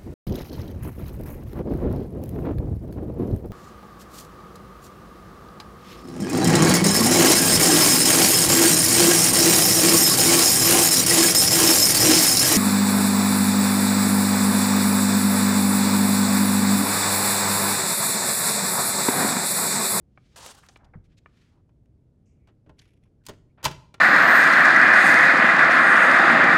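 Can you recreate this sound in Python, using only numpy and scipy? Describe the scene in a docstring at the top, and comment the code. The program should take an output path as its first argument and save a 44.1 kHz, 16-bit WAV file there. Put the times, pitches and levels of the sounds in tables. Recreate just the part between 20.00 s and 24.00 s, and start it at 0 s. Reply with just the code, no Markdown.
"""Close by, in a small office, over a steady low rumble of ventilation, a printer is cleared of a jam.
First the sheet is drawn through the feeder's rollers: its fibres catch and slip in a scrape, and it
buckles with short snaps. Near 1 s its edge flicks out and it flaps free. A hand then takes the plastic
cover with light knocks, and near 2.8 s the hinge creaks by stick-slip friction. At 3.3 s the cover drops
onto the latch; at 3.65 s it is pressed shut with a clack that rings the cover and the hollow housing."""
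import sys
import numpy as np
from scipy import signal
from scipy.fft import rfft, irfft
from scipy.io import wavfile

SR = 44100
rng = np.random.default_rng(int(sys.argv[2]) if len(sys.argv) > 2 else 0)


def store_pcm(level_fs):
    """Save levels as 16-bit WAV."""
    pcm = np.round(np.clip(level_fs, -1, 1) * 32767).astype(np.int16)
    wavfile.write(sys.argv[1], SR, np.atleast_2d(pcm).T)


N = 176400
T = np.arange(N) / SR
RING_T = T[:SR // 2]  # time axis of one decaying event

# ventilation spectrum (f/Hz, level/dB)
VENT_SPECTRUM = [(12, -38), (25, -18.5), (50, -6), (125, -5), (180, -13.5), (240, -14.5), (300, -17.5),
                 (440, -23.5), (620, -31.5), (800, -37.5), (1100, -44.5), (2700, -53.5), (10000, -61),
                 (15800, -73)]
# reverberation time of the office (f/Hz, t60/s)
OFFICE_T60 = [(100, 1), (500, 0.5), (2000, 0.45), (5000, 0.4), (9000, 0.4), (16000, 0.33)]
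# brushes of paper, skin and air (peak t/s, rise/s, fall/s, level/dB, centre f/Hz, width/octaves)
BRUSH_SWELLS = [(.34, 0.15, 0.039, -71.5, 2780, 0.91), (.445, 0.075, 0.024, -57.5, 850, 0.67),
                (0.584, 0.012, 0.016, -59, 1210, 0.34), (.632, 0.0041, 0.041, -60, 1390, 0.69),
                (.665, 0.0026, 0.0034, -59.5, 2670, 1.4), (.82, 0.031, 0.073, -62, 833, 0.69),
                (0.849, .04, 0.14, -56, 43.7, 1), (0.847, 0.0023, 0.0074, -63, 3420, 0.78),
                (1.044, .004, 0.024, -73.5, 2460, 1.02), (1.125, .03, 0.02, -74.5, 2040, 0.92),
                (1.184, 0.0095, .009, -61.5, 3150, 0.83), (1.421, 0.13, 0.12, -70.5, 2040, 1.07),
                (1.58, 0.09, 0.028, -74.5, 880, 0.47), (2.262, 0.0049, 0.097, -83, 6300, 0.31),
                (2.262, 0.0054, .16, -86, 2430, 0.25), (2.795, 0.0042, 0.0048, -49.5, 3840, 0.54),
                (3.585, 0.0074, 0.071, -58.5, 900, 0.89)]
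# faint squeaks of plastic (t/s, half length/s, level/dB, f/Hz)
PLASTIC_SQUEAKS = [(2.442, 0.057, -81, 2210), (3.219, 0.0096, -76, 1560), (3.509, 0.014, -78, 2300)]
# spectrum of the air pushed by the freed sheet (f/Hz, level/dB)
FLAP_SPECTRUM = [(15, -12), (35, 2.5), (70, 2.5), (130, 0), (210, -5), (300, -29), (600, -30), (2000, -55),
                 (10000, -74)]
# partials of the flicking edge (starting f/Hz, level/dB)
FLICK_PARTIALS = [(620, 0), (1000, -9), (1500, -9), (2100, -8)]
# buckling events of the sheet (t/s, level/dB, cutoff f/Hz, t60/s)
BUCKLES = [(.1752, -40.5, 2400, 0.025), (0.4626, -37, 13600, 0.026), (0.6876, -43.5, 7000, 0.048),
           (0.7597, -39.5, 3720, 0.031), (1.2599, -40, 2500, 0.023)]
# spectrum of a buckling snap (f/Hz, level/dB)
SNAP_SPECTRUM = [(100, -9), (400, -2), (800, -2), (1500, -4), (2400, -7.5), (4000, -7.5), (9000, -6.5),
                 (16000, -9.5)]
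# resonances of the bowed sheet (f/Hz, width/Hz, level/dB relative to the snap spectrum)
SHEET_RESONANCES = [(784, 80, 8), (1246, 75, 6.5), (1750, 120, 3.5), (2320, 76, 8.5), (2900, 70, 7)]
# envelope of the sheet scraping through the rollers (t/s, level/dB)
SCRAPE_ENVELOPE = [(0.358, -76.5), (0.36, -46), (.41, -48.5), (.45, -44), (0.516, -46.5), (0.538, -61.5),
                   (.55, -52), (.565, -63.5), (.58, -54.5), (0.599, -60), (.615, -65.5), (.63, -62),
                   (.665, -64.5), (.68, -71), (.73, -64.5), (.75, -71), (.768, -70), (.776, -59)]
# spectrum of the scrape (f/Hz, level/dB)
SCRAPE_SPECTRUM = [(120, -34), (200, -6), (346, -12.5), (527, -3.5), (588, -6.5), (774, -3), (863, -3.5),
                   (1550, -9), (2280, -15), (2830, -9.5), (8640, -12), (10600, -20), (15800, -29.5)]
# envelope of the hinge creak (t/s, level/dB)
CREAK_ENVELOPE = [(2.771, -79), (2.788, -54), (2.799, -52), (2.808, -67), (2.818, -61), (2.845, -66),
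                  (2.857, -65), (2.88, -77), (2.892, -68), (2.95, -84), (2.97, -71), (2.99, -104),
                  (3.025, -77.5), (3.09, -83.5)]
# hinge resonances (f/Hz, width/Hz, level/dB)
HINGE_RESONANCES = [(2297, 560, 6.5), (2870, 460, -4), (3365, 280, -2), (5440, 360, -4), (6510, 500, -13),
                    (11060, 1800, -6.5)]
# booms of the feeder's hollow body (t/s, level/dB, f/Hz, t60/s, attack/s)
BODY_THUDS = [(2.693, -49, 128, 0.095, 0.0064), (3.289, -39, 62.6, 0.16, 0.0076),
              (3.289, -37.5, 412, 0.084, 0.0026), (3.652, -32, 133.7, .25, 0.0022),
              (3.653, -48.5, 59.8, 0.22, 0.0035), (3.6545, -21, 886, .05, 0.0012),
              (3.6553, -22.5, 1026, 0.029, 0.0011), (3.711, -32, 149, 0.08, 0.0026)]
# spectrum of the housing's dense ring (f/Hz, level/dB)
HOUSING_SPECTRUM = [(30, -12.5), (70, -5), (130, -4), (220, -10.5), (400, -5.5), (510, -7), (600, -5.5),
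                    (710, -10.5), (860, -4.5), (1080, -7), (1230, -8.5), (1400, -7.5), (1850, -10.5),
                    (2200, -10), (2950, -8), (3500, -11.5), (4600, -12.5), (6500, -14.5), (9000, -19.5),
                    (15800, -23.5)]
# decay time of that ring (f/Hz, t60/s)
HOUSING_T60 = [(100, 0.34), (400, 0.12), (1000, 0.068), (3000, 0.06), (7000, 0.047), (15000, 0.023)]
# clearest modes of the cover (f/Hz, level/dB, t60/s)
COVER_RESONANCES = [(385.5, -12.5, 0.36), (600, -5, 0.085), (640, -6.5, 0.17), (850, -4, 0.037),
                    (961, -14.5, 0.14), (1033, -2.5, .1), (1362, -8, .13), (1486, -14, 0.17),
                    (1655, -14, 0.15), (1878, -1.5, 0.084), (2580, -14.5, 0.16), (2980, -1.5, 0.0695),
                    (4110, -11.5, 0.034), (4625, -9, .05)]
# contacts of hand, hinge, cover and latch (t/s, level/dB, bass/dB, treble/dB, hollow/dB, t60 factor)
CONTACTS = [(1.692, -64.5, -1, -15, 5, 0.78), (1.857, -59, -35, -10, -8, 0.34),
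            (2.473, -58.5, 10, -7.5, -6, 1.05), (2.485, -53.5, 1, -23, -4, 1.47),
            (2.662, -63, 21.5, -23, -9, 2.75), (2.693, -51, 11.5, -14, 5.5, 1),
            (2.794, -46, -22, -14, -17, 0.83), (2.854, -57, -10, -13, -2, 1.3),
            (3.055, -63.5, 5, -34, -7, 1.4), (3.237, -63.5, -18, -8, -6, 1.3),
            (3.2518, -60.5, -23, 4, -1, 2.5), (3.265, -43, -30, 16.5, 19.5, 0.68),
            (3.2856, -39, 2.5, 7, 7.5, .55), (3.292, -40.5, 11, 2, -6.5, 1.31),
            (3.335, -50.5, -3, -10, -4, 0.82), (3.629, -44.5, 4, 6.5, 4, 1), (3.637, -37, 7, 0, 0, 1),
            (3.6418, -30, -10.5, 9, -3.5, 2.7), (3.6462, -22, -9, -17.5, -5, 1.94),
            (3.652, -13, -18.5, 5.5, -0.5, 0.33), (3.6556, -18, -5, -3.5, 7.5, 1.02),
            (3.660, -23.5, -7.5, -1, -14.5, 1.2), (3.680, -30.5, -12.5, -0.5, 0.5, 0.58),
            (3.7115, -36.5, -5, -5, -5, 1.26), (3.941, -37.5, -5.5, -9.5, -5.5, 0.85),
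            (3.98, -56.5, 10.5, -19.5, 2, 0.56)]


def amp(db):
    """Amplitude ratio of a level in decibels."""
    return 10 ** (np.asarray(db) / 20)


def unit(x):
    """Normalisation to an rms of 1."""
    return x / np.sqrt(np.mean(x ** 2))


def along(points, hz):
    """Interpolation of (f/Hz, value) points on a log-frequency axis."""
    p = np.array(points, float)
    return np.interp(np.log(hz + 1), np.log(p[:, 0]), p[:, 1])


def freqs(x):
    """Bin frequencies of a signal's Fourier transform."""
    return np.fft.rfftfreq(len(x), 1 / SR)


def shape(x, gain):
    """Minimum-phase filtering: folding the cepstrum gives a causal response with the given gain."""
    cepstrum = irfft(np.log(np.maximum(gain, 1e-5)), len(x))
    cepstrum[1:len(x) // 2] *= 2
    cepstrum[len(x) // 2 + 1:] = 0
    return irfft(rfft(x) * np.exp(rfft(cepstrum)), len(x))


def colour(x, points):
    """Filtering by a (f/Hz, level/dB) spectrum that conserves the power of white noise."""
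    return shape(x, unit(amp(along(points, freqs(x)))))


def resonances(hz, peaks):
    """Gain of Lorentzian resonances (f/Hz, width/Hz, level/dB), added in power."""
    return np.sqrt(sum(amp(db) ** 2 / (1 + (2 * (hz - f) / width) ** 2) for f, width, db in peaks))


def decay(t60):
    """Exponential damping by 60 dB in t60 seconds."""
    return np.exp(-np.log(1000) * RING_T / t60)


def onset(rise_s):
    """Exponential approach to full amplitude."""
    return 1 - np.exp(-RING_T / rise_s)


def octave_bands(x, lowest_hz, count):
    """Decomposition into overlapping octave bands whose sum is the signal."""
    spectrum = rfft(x)
    octave = np.clip(np.log2((freqs(x) + 1) / lowest_hz), 0, count - 1)
    return [irfft(spectrum * np.maximum(1 - abs(octave - k), 0)) for k in range(count)]


def fading(t60s):
    """Frequency-dependent damping: each octave of a noise decays at its own rate."""
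    bands = octave_bands(rng.standard_normal(len(RING_T)), lowest_hz=62.5, count=9)
    return sum(band * decay(along(t60s, 62.5 * 2 ** k)) for k, band in enumerate(bands))


def walk(rate_hz):
    """Slow random variation, interpolated between Gaussian values of unit spread."""
    return np.interp(T * rate_hz, np.arange(2048), rng.standard_normal(2048))


def envelope(points):
    """Amplitude along (t/s, level/dB) points, inaudible outside them."""
    s, db = np.array(points).T
    return amp(np.interp(T, s, db, left=-140, right=-140))


def add(out, s, x):
    """Superposition of x on out, starting at s seconds."""
    i = int(s * SR)
    out[i:i + len(x)] += x[:len(out) - i]


def ventilation(level_db=-59):
    """Broadband air noise, strongest at low frequencies: a rumble with a trace of hiss."""
    return amp(level_db + 0.24 * walk(1)) * unit(colour(rng.standard_normal(N), VENT_SPECTRUM))


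def office(x, tail_db=-17, build_s=0.004, cutoff_hz=9000):
    """Reverberation: wall reflections add a diffuse, decaying tail to the direct sound."""
    tail = fading(OFFICE_T60) * (1 - np.exp(-(RING_T / build_s) ** 2))
    tail /= np.sqrt(np.sum(tail ** 2))
    tail = shape(tail, 1 / np.hypot(1, (freqs(tail) / cutoff_hz) ** 2))
    return x + amp(tail_db) * signal.fftconvolve(x, tail)[:N]


def brushes():
    """Sliding friction of paper and fingers on plastic, and stirred air, give swells of band noise."""
    out, hz = np.zeros(N), freqs(T) + 1
    for s, rise, fall, db, centre_hz, octaves in BRUSH_SWELLS:
        band = np.exp(-.5 * (np.log2(hz / centre_hz) / octaves) ** 2)
        swell = np.exp(-((T - s) / np.where(T < s, rise, fall)) ** 2)
        out += amp(db) * swell * unit(irfft(rfft(rng.standard_normal(N)) * band))
    return out * amp(2.0 * walk(88))


def squeaks(waver_hz=420):
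    """Friction-induced oscillation: rubbed plastic gives brief tones of wavering phase."""
    out = np.zeros(N)
    for s, half_length, db, hz in PLASTIC_SQUEAKS:
        swell = np.exp(-((T - s) / half_length) ** 2)
        out += amp(db) * swell * np.sin(2 * np.pi * hz * T + 2 * walk(waver_hz))
    return out


def flap(start_s=.947, level_db=-34):
    """Air displacement: the sheet swings free and radiates a soft, low puff."""
    out = np.zeros(N)
    push = rng.standard_normal(len(RING_T)) * decay(t60=0.18) * onset(rise_s=0.0064)
    add(out, start_s, amp(level_db) * colour(push, FLAP_SPECTRUM))
    return out


def flick(start_s=.9355, level_db=-46, octave_fall_s=0.041, width_share=.6):
    """The edge leaves the rollers with a swish: random modulation broadens its falling partials."""
    out, swish = np.zeros(N), 0
    cycles_per_hz = np.cumsum(1 / (1 + RING_T / octave_fall_s)) / SR
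    for hz, db in FLICK_PARTIALS:
        flutter = walk(hz * width_share) + 1j * walk(hz * width_share)
        glide = np.exp(2j * np.pi * hz * cycles_per_hz)
        swish += amp(db) * np.real(flutter[:len(RING_T)] * glide)
    add(out, start_s, amp(level_db) * swish * decay(t60=0.12) * onset(rise_s=0.0017))
    return out


def snaps():
    """Buckling: the sheet pops between curves, and a pulse and a brief rattle excite its resonances."""
    out, hz = np.zeros(N), freqs(RING_T)
    sheet = np.hypot(1, resonances(hz, SHEET_RESONANCES))
    for s, db, cutoff_hz, t60 in BUCKLES:
        push = rng.standard_normal(len(RING_T)) * decay(t60)
        push[0] -= 6.4  # the pulse that leads the rattle
        lowpass = 1 / np.sqrt(1 + (hz / cutoff_hz) ** 10)
        add(out, s, amp(db) * shape(colour(push, SNAP_SPECTRUM), lowpass * sheet))
    return out


def scrape(grains_per_s=5000, spread_db=3.5, flex_db=2.6, flex_hz=130, flutter_db=0.5):
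    """Dry friction: paper fibres catch and slip as dense grains; flexing modulates each octave."""
    caught = rng.random(N) < grains_per_s / SR
    size = amp(spread_db * rng.standard_normal(N))
    grains = caught * size * np.sign(rng.standard_normal(N))
    rub = colour(unit(grains) + 1.12 * rng.standard_normal(N), SCRAPE_SPECTRUM)
    bands = octave_bands(rub, lowest_hz=400, count=6)
    flexed = sum(band * amp(flex_db * walk(flex_hz)) for band in bands)
    return unit(flexed) * envelope(SCRAPE_ENVELOPE) * amp(flutter_db * walk(90.6))


def creak(slips_per_s=260, spread_db=9.5, cutoff_hz=10700):
    """Stick-slip friction: as the cover starts to turn, uneven ticks excite the hinge's resonances."""
    hz = freqs(T)
    slip_rate = slips_per_s * amp(4 * walk(60))
    slips = np.diff(np.floor(np.cumsum(slip_rate) / SR), prepend=0)
    slips *= amp(spread_db * rng.standard_normal(N))
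    ticks = signal.fftconvolve(slips, decay(t60=0.039))[:N] * rng.standard_normal(N)
    lowpass = 1 / np.hypot(1, (hz / cutoff_hz) ** 8)
    ring = shape(ticks, resonances(hz, HINGE_RESONANCES) * lowpass)
    return unit(ring) * envelope(CREAK_ENVELOPE)


def thuds():
    """Damped free vibration of the feeder's panels and cavity after the heavier blows."""
    out = np.zeros(N)
    for s, db, hz, t60, attack_s in BODY_THUDS:
        add(out, s, amp(db) * np.sin(2 * np.pi * hz * RING_T) * decay(t60) * onset(attack_s))
    return out


def cover_ring(t60_factor, detune=.012):
    """Modal superposition: the struck cover rings as damped sines of random sign and slight detuning."""
    ring = 0
    signs = np.sign(rng.standard_normal(len(COVER_RESONANCES)))
    for sign, (hz, db, t60) in zip(signs, COVER_RESONANCES):
        hz *= 1 + detune * rng.standard_normal()
        ring += sign * amp(db) * np.sin(2 * np.pi * hz * RING_T) * decay(t60 * t60_factor)
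    return ring


def knocks(bass_hz=820, treble_hz=3470, hollow_hz=930, hollow_width_hz=290, modes_db=-13.52):
    """Impacts excite cover and housing; heavy ones carry bass and sound hollow, hard ones carry treble."""
    out, hz = np.zeros(N), freqs(RING_T)
    bass = 1 / (1 + (hz / bass_hz) ** 2)
    treble = 1 - 1 / (1 + (hz / treble_hz) ** 2)
    cavity = resonances(hz, [(hollow_hz, hollow_width_hz, 0)]) ** 2
    for s, db, bass_db, treble_db, hollow_db, t60_factor in CONTACTS:
        housing = colour(fading([(f, t60 * t60_factor) for f, t60 in HOUSING_T60]), HOUSING_SPECTRUM)
        blow = (housing + amp(modes_db) * cover_ring(t60_factor)) * onset(rise_s=0.00058)
        timbre = amp(bass_db * bass + treble_db * treble + hollow_db * cavity)
        add(out, s, amp(db) * shape(blow, timbre))
    return out


def scene():
    """Superposition: paper, then cover, reverberate in the office over the ventilation."""
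    paper = scrape() + brushes() + snaps() + flick() + flap()
    cover = creak() + squeaks() + knocks() + thuds()
    return (office(paper + cover) + ventilation())[None]


def record(dry):
    """Band limiting: a steep elliptic low-pass removes the highest treble."""
    cutoff_hz = 15950
    return signal.sosfilt(signal.ellip(10, .2, 70, cutoff_hz, fs=SR, output="sos"), dry)


dry = scene()
out = record(dry)
store_pcm(out)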